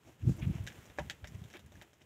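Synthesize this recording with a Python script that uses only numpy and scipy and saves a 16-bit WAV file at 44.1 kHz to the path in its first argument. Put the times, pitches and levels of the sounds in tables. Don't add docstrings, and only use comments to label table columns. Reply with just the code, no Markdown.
import sys
import numpy as np
from scipy import signal
from scipy.fft import rfft, irfft
from scipy.io import wavfile

SR = 44100
rng = np.random.default_rng(int(sys.argv[2]) if len(sys.argv) > 2 else 0)


def persist_wave(psi):
    counts = np.round(np.clip(psi, -1, 1) * 32767).astype(np.int16)
    wavfile.write(sys.argv[1], SR, np.atleast_2d(counts).T)


N = 90404
GRAIN_SPREAD_DB = 3
# frequency in Hz, gain in dB.
GRIT = [(800, -7), (2500, -40), (4500, -5.5), (5500, 7.5), (7200, 7), (9000, -7.5), (13000, -6.5),
        (16000, -16)]


def undb(db):
    return 10 ** (np.asarray(db) / 20)


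def unit(x):
    return x / np.sqrt(np.mean(x ** 2))


def curve(points):
    return undb(np.interp(np.arange(N) / SR, *np.array(points).T))


def colour(x, points):
    size = 8192
    hz, db = np.array(points).T
    bin_hz = np.arange(size // 2 + 1) * SR / size
    gain = undb(np.interp(np.log(bin_hz + 1), np.log(hz), db))
    cepstrum = irfft(np.log(gain))
    cepstrum[1:size // 2] *= 2
    cepstrum[size // 2 + 1:] = 0
    impulse_response = irfft(np.exp(rfft(cepstrum)))
    return signal.fftconvolve(x, impulse_response)[:len(x)]


def grains(size, spread_db=GRAIN_SPREAD_DB):
    return unit(rng.standard_normal(size) * undb(spread_db * np.minimum(rng.exponential(size=size), 5)))


def fade(t, t60):
    return np.exp(-np.log(1000) * t / t60)


def burst(x):
    return x / np.sqrt(np.sum(x ** 2) / (SR * .01))


def tail(x, db):
    return x * undb(db) / np.sqrt(np.sum(x ** 2))


def ring(t, modes, detune=.006):
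    out = 0
    for hz, db, t60 in modes:
        tuned_hz = hz * (1 + detune * rng.standard_normal())
        out += undb(db) * fade(t, t60) * np.sin(2 * np.pi * tuned_hz * t)
    return out


def hiss():
    # time in seconds, level in dB.
    hiss_levels = [(0, -71.5), (.09, -63.5), (.18, -70), (.29, -62), (.35, -62), (.48, -59.5), (.6, -60.5),
                   (.78, -59), (.95, -64.5), (1.05, -60), (1.2, -67), (1.35, -62), (1.5, -64),
                   (1.69, -69.5), (1.78, -63), (1.91, -71), (2.05, -71)]
    # frequency in Hz, gain in dB.
    air_tone = [(100, -7), (350, 10.5), (700, 4), (1200, 1), (1900, 1), (3200, -1.5), (4500, -11.5),
                (7200, -7), (9500, -14.5), (13000, -12.5), (16000, -16.5)]
    # frequency in Hz, gain in dB.
    rustle_tone = [(1000, -1), (3000, -5), (4500, -6), (7200, -1), (9500, -12), (13000, -15), (16000, -27)]
    gust_s, gust_width_s, rustle_db = .31, .034, -60.5
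    ticks_per_s, tick_db, tick_spread_db = 31, -17, 4
    t = np.arange(N) / SR
    swell = undb(rustle_db) * np.exp(-.5 * ((t - gust_s) / gust_width_s) ** 2)
    rustle = swell * unit(colour(rng.standard_normal(N), rustle_tone))
    triggers = rng.random(N) < ticks_per_s / SR
    sand = triggers * undb(tick_db + tick_spread_db * rng.standard_normal(N))
    tick = burst(colour(signal.unit_impulse(SR // 100), GRIT))
    ticks = signal.fftconvolve(sand, tick)[:N]
    air = unit(colour(grains(N, spread_db=3.5), air_tone))
    return curve(hiss_levels) * (air + ticks) + rustle


def wind():
    # time in seconds, level in dB.
    gust_levels = [(0, -73), (.08, -60.5), (.18, -70.5), (.25, -35.5), (.295, -25), (.335, -43.5),
                   (.40, -48.5), (.46, -34), (.51, -34), (.54, -52.5), (.63, -44.5), (.71, -54.5),
                   (.8, -59), (.96, -62.5), (1.015, -44), (1.09, -56), (1.19, -65.5), (1.26, -53.5),
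                   (1.43, -53.5), (1.5, -64), (1.65, -57.5), (1.7, -62), (1.78, -55), (1.89, -77.5),
                   (2.05, -64.5)]
    # frequency in Hz, gain in dB.
    rumble_tone = [(20, -64.5), (40, -15), (65, -0.5), (110, -0.5), (160, -6), (230, -9.5), (330, -18),
                   (480, -34.5), (900, -51.5), (3000, -68.5)]
    # centre in seconds, peak level in dB, pitch in Hz.
    buffets = [(0.239, -30, 103), (0.277, -16, 112.5), (0.295, -29.5, 340), (.301, -18.5, 139),
               (0.318, -30.5, 160), (0.43, -27.5, 135), (.472, -23, 138), (0.5, -27.5, 190),
               (.513, -32, 107), (0.557, -29.5, 134), (0.609, -30.5, 92), (0.657, -38, 111),
               (0.789, -45, 101), (.90, -52, 68), (1.015, -36, 120), (1.24, -39.5, 79), (1.354, -35, 98),
               (1.42, -38, 139), (1.454, -41.5, 112)]
    width_cycles = .46
    t = np.arange(N) / SR
    out = curve(gust_levels) * unit(colour(rng.standard_normal(N), rumble_tone))
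    for at, db, hz in buffets:
        cycles = (t - at) * hz
        out -= undb(db) * np.exp(-.5 * (cycles / width_cycles) ** 2) * np.cos(2 * np.pi * cycles)
    return out


def sand_cracks():
    # start in seconds, level in dB.
    cracks = [(0.3647, -68), (.375, -66.5), (.639, -64.5), (1.569, -67.5), (1.591, -71), (1.662, -70),
              (1.823, -65.5)]
    # frequency in Hz, gain in dB.
    crack_tone = [(2000, -9), (5000, -6), (7500, 4), (10000, 0.5), (14000, -3.5), (16000, -3.5)]
    decay_s = .0045
    out, t = np.zeros(N + SR), np.arange(SR // 20) / SR
    for at, db in cracks:
        snap = grains(len(t)) * np.exp(-t / decay_s)
        start = int(at * SR)
        out[start:start + len(t)] += undb(db) * burst(colour(snap, crack_tone))
    return out[:N]


def scuffs_and_thuds():
    # centre in seconds, half width in seconds, level in dB,
    # then thud and grit in dB relative to that level.
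    contacts = [(0.086, 0.018, -72, 14, -1), (0.221, 0.0084, -64, -22, -9), (.2955, 0.0019, -60.5, 11, 2),
                (0.395, 0.01, -62.5, 13, -1.5), (.431, 0.0097, -48.5, -12, -47),
                (.451, 0.0035, -53.5, -2, -28), (0.559, 0.03, -59.5, 3.5, -11.5),
                (0.585, 0.0015, -68, 19, -19), (1.349, 0.0056, -64.5, 6, -7),
                (1.554, 0.012, -54.5, 0.5, -17), (1.83, 0.02, -70.5, 8.5, -27),
                (2.016, 0.0088, -68.5, 6, -9)]
    # frequency in Hz, gain in dB.
    scrape_tone = [(500, -12), (1200, 9.5), (1750, 11.5), (2600, 15.5), (3500, 6.5), (4400, -9),
                   (9000, -15)]
    # frequency in Hz, gain in dB.
    thud_tone = [(150, -0.5), (340, 19.5), (480, 1), (680, 9), (1000, 0), (1500, -19), (4000, -33.5)]
    out, t = np.zeros(N), np.arange(N) / SR
    scrape, thud, grit = (unit(colour(grains(N), tone)) for tone in (scrape_tone, thud_tone, GRIT))
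    for at, half_width, db, thud_db, grit_db in contacts:
        swell = undb(db) * np.exp(-.5 * ((t - at) / half_width) ** 2)
        out += swell * (scrape + undb(thud_db) * thud + undb(grit_db) * grit)
    return out


def crush_and_echoes(t):
    crush_s, wall_delay_s = .003, .0056
    arrived = t > wall_delay_s
    crush = tail(grains(len(t)) * np.exp(-t / crush_s), db=1)
    wall = tail(grains(len(t)) * fade(t, t60=.07) * arrived, db=0)
    yard = tail(rng.standard_normal(len(t)) * fade(t, t60=.24) * arrived, db=-13)
    return crush + wall + yard


def earth_knock(t, click, scatter):
    # frequency in Hz, level in dB, seconds to fall 60 dB.
    knock_modes = [(340, -13, .06), (598, 3, .06), (780, -2, .05), (945, -10, .05), (1130, -17, .035)]
    # frequency in Hz, gain in dB.
    thud_tone = [(100, 0), (250, -12), (450, -11), (650, 10), (900, 13.5), (1250, -5), (3000, -54)]
    scatter_db, thud_db = -12, -8
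    strike = click + undb(scatter_db) * scatter
    hollow = burst(signal.fftconvolve(strike, ring(t, knock_modes))[:len(t)])
    thud = burst(colour(click + scatter, thud_tone))
    return hollow + undb(thud_db) * thud


def horn_clack(t, strike, tilt_db):
    # frequency in Hz, gain in dB.
    clack_tone = [(400, -19), (1000, -23.5), (1350, -5), (1680, 3.5), (2000, 3), (2280, -2), (2550, -1.5),
                  (3150, -2), (3750, -5), (4150, -14), (7000, -18.5), (15000, -68)]
    # frequency in Hz, level in dB, seconds to fall 60 dB.
    horn_modes = [(1680, 0, .04), (2290, -4, .04), (3110, -4, .04), (3630, -3, .045), (3790, -5, .04)]
    pivot_hz, ring_db = 1620, -5
    tilted_tone = [(hz, db + tilt_db * np.log2(max(hz / pivot_hz, 1))) for hz, db in clack_tone]
    tilted_modes = [(hz, db + tilt_db * np.log2(hz / pivot_hz), t60) for hz, db, t60 in horn_modes]
    return burst(colour(strike, tilted_tone)) + undb(ring_db) * burst(ring(t, tilted_modes))


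def hooves():
    # start in seconds, level in dB, then knock, clack and grit
    # in dB relative to that level, and the clack's brightness tilt in dB per octave.
    steps = [(.667, -56, -9, 2, 3.5, 5), (0.6742, -45, -22, 0.5, -8, -1.5), (0.702, -60, -20.5, 3, -23, -3),
             (0.721, -63, -23, 2.5, -8, -5), (.855, -61, -7, -11, -2, -9), (.900, -59, -3.5, -1, -13, -4.5),
             (.978, -62, -26, 0, -6, -8), (.9863, -38.5, 2.5, -2.5, -17, -15.5),
             (.9932, -37.5, -6.5, -10.5, -28, -5), (1.0983, -48, -12, -0.5, -4, -5),
             (1.099, -36.5, -19, -3, -17, 4), (1.11, -52.5, -5, -2, -14, 13.5),
             (1.244, -48, -6.5, -2.5, -18, -4), (1.273, -54, -38, -4, -3, -1.5),
             (1.440, -62, -18, -0.5, -4.5, 11), (1.502, -62.5, -20, -0.5, -2.5, 0.5),
             (1.512, -66, -6, -3.5, -3, 7), (1.530, -58.5, -21, -10, -3, 7),
             (1.539, -50.5, -9.5, -3.5, -17, -5), (1.553, -55.5, -7, -6, -20, -2),
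             (1.569, -30, -34, -26, -38, 1.5), (1.594, -68, 0, 5, 2.5, 5), (1.661, -71.5, -8, 3, -1, -4),
             (1.721, -61, -2, -6, -5.5, 10), (1.755, -69, -7, 4, -1.5, -23),
             (1.8144, -62, -10, 8, -6, -5.5), (1.82, -59, 0, -1.5, -3.5, 5), (1.932, -68, -3, -1, -2, -4),
             (2.0174, -65.5, -9.5, -4.5, -4.5, 2.5)]
    grit_click_db = -8
    out, t = np.zeros(N + SR), np.arange(SR // 4) / SR
    click = signal.unit_impulse(len(t))
    for at, db, knock_db, clack_db, grit_db, tilt_db in steps:
        scatter = crush_and_echoes(t)
        knock = undb(knock_db) * earth_knock(t, click, scatter)
        clack = undb(clack_db) * horn_clack(t, click + scatter, tilt_db)
        grit = undb(grit_db) * burst(colour(undb(grit_click_db) * click + scatter, GRIT))
        start = int(at * SR)
        out[start:start + len(t)] += undb(db) * (knock + clack + grit)
    return out[:N]


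def scene():
    return (hooves() + scuffs_and_thuds() + wind() + hiss() + sand_cracks())[None]


def record(dry):
    low_cut_hz, high_cut_hz = 35, 15600
    low_cut = signal.butter(2, low_cut_hz, "high", fs=SR, output="sos")
    high_cut = signal.ellip(10, .2, 80, high_cut_hz, fs=SR, output="sos")
    return signal.sosfilt(high_cut, signal.sosfilt(low_cut, dry))


dry = scene()
out = record(dry)
persist_wave(out)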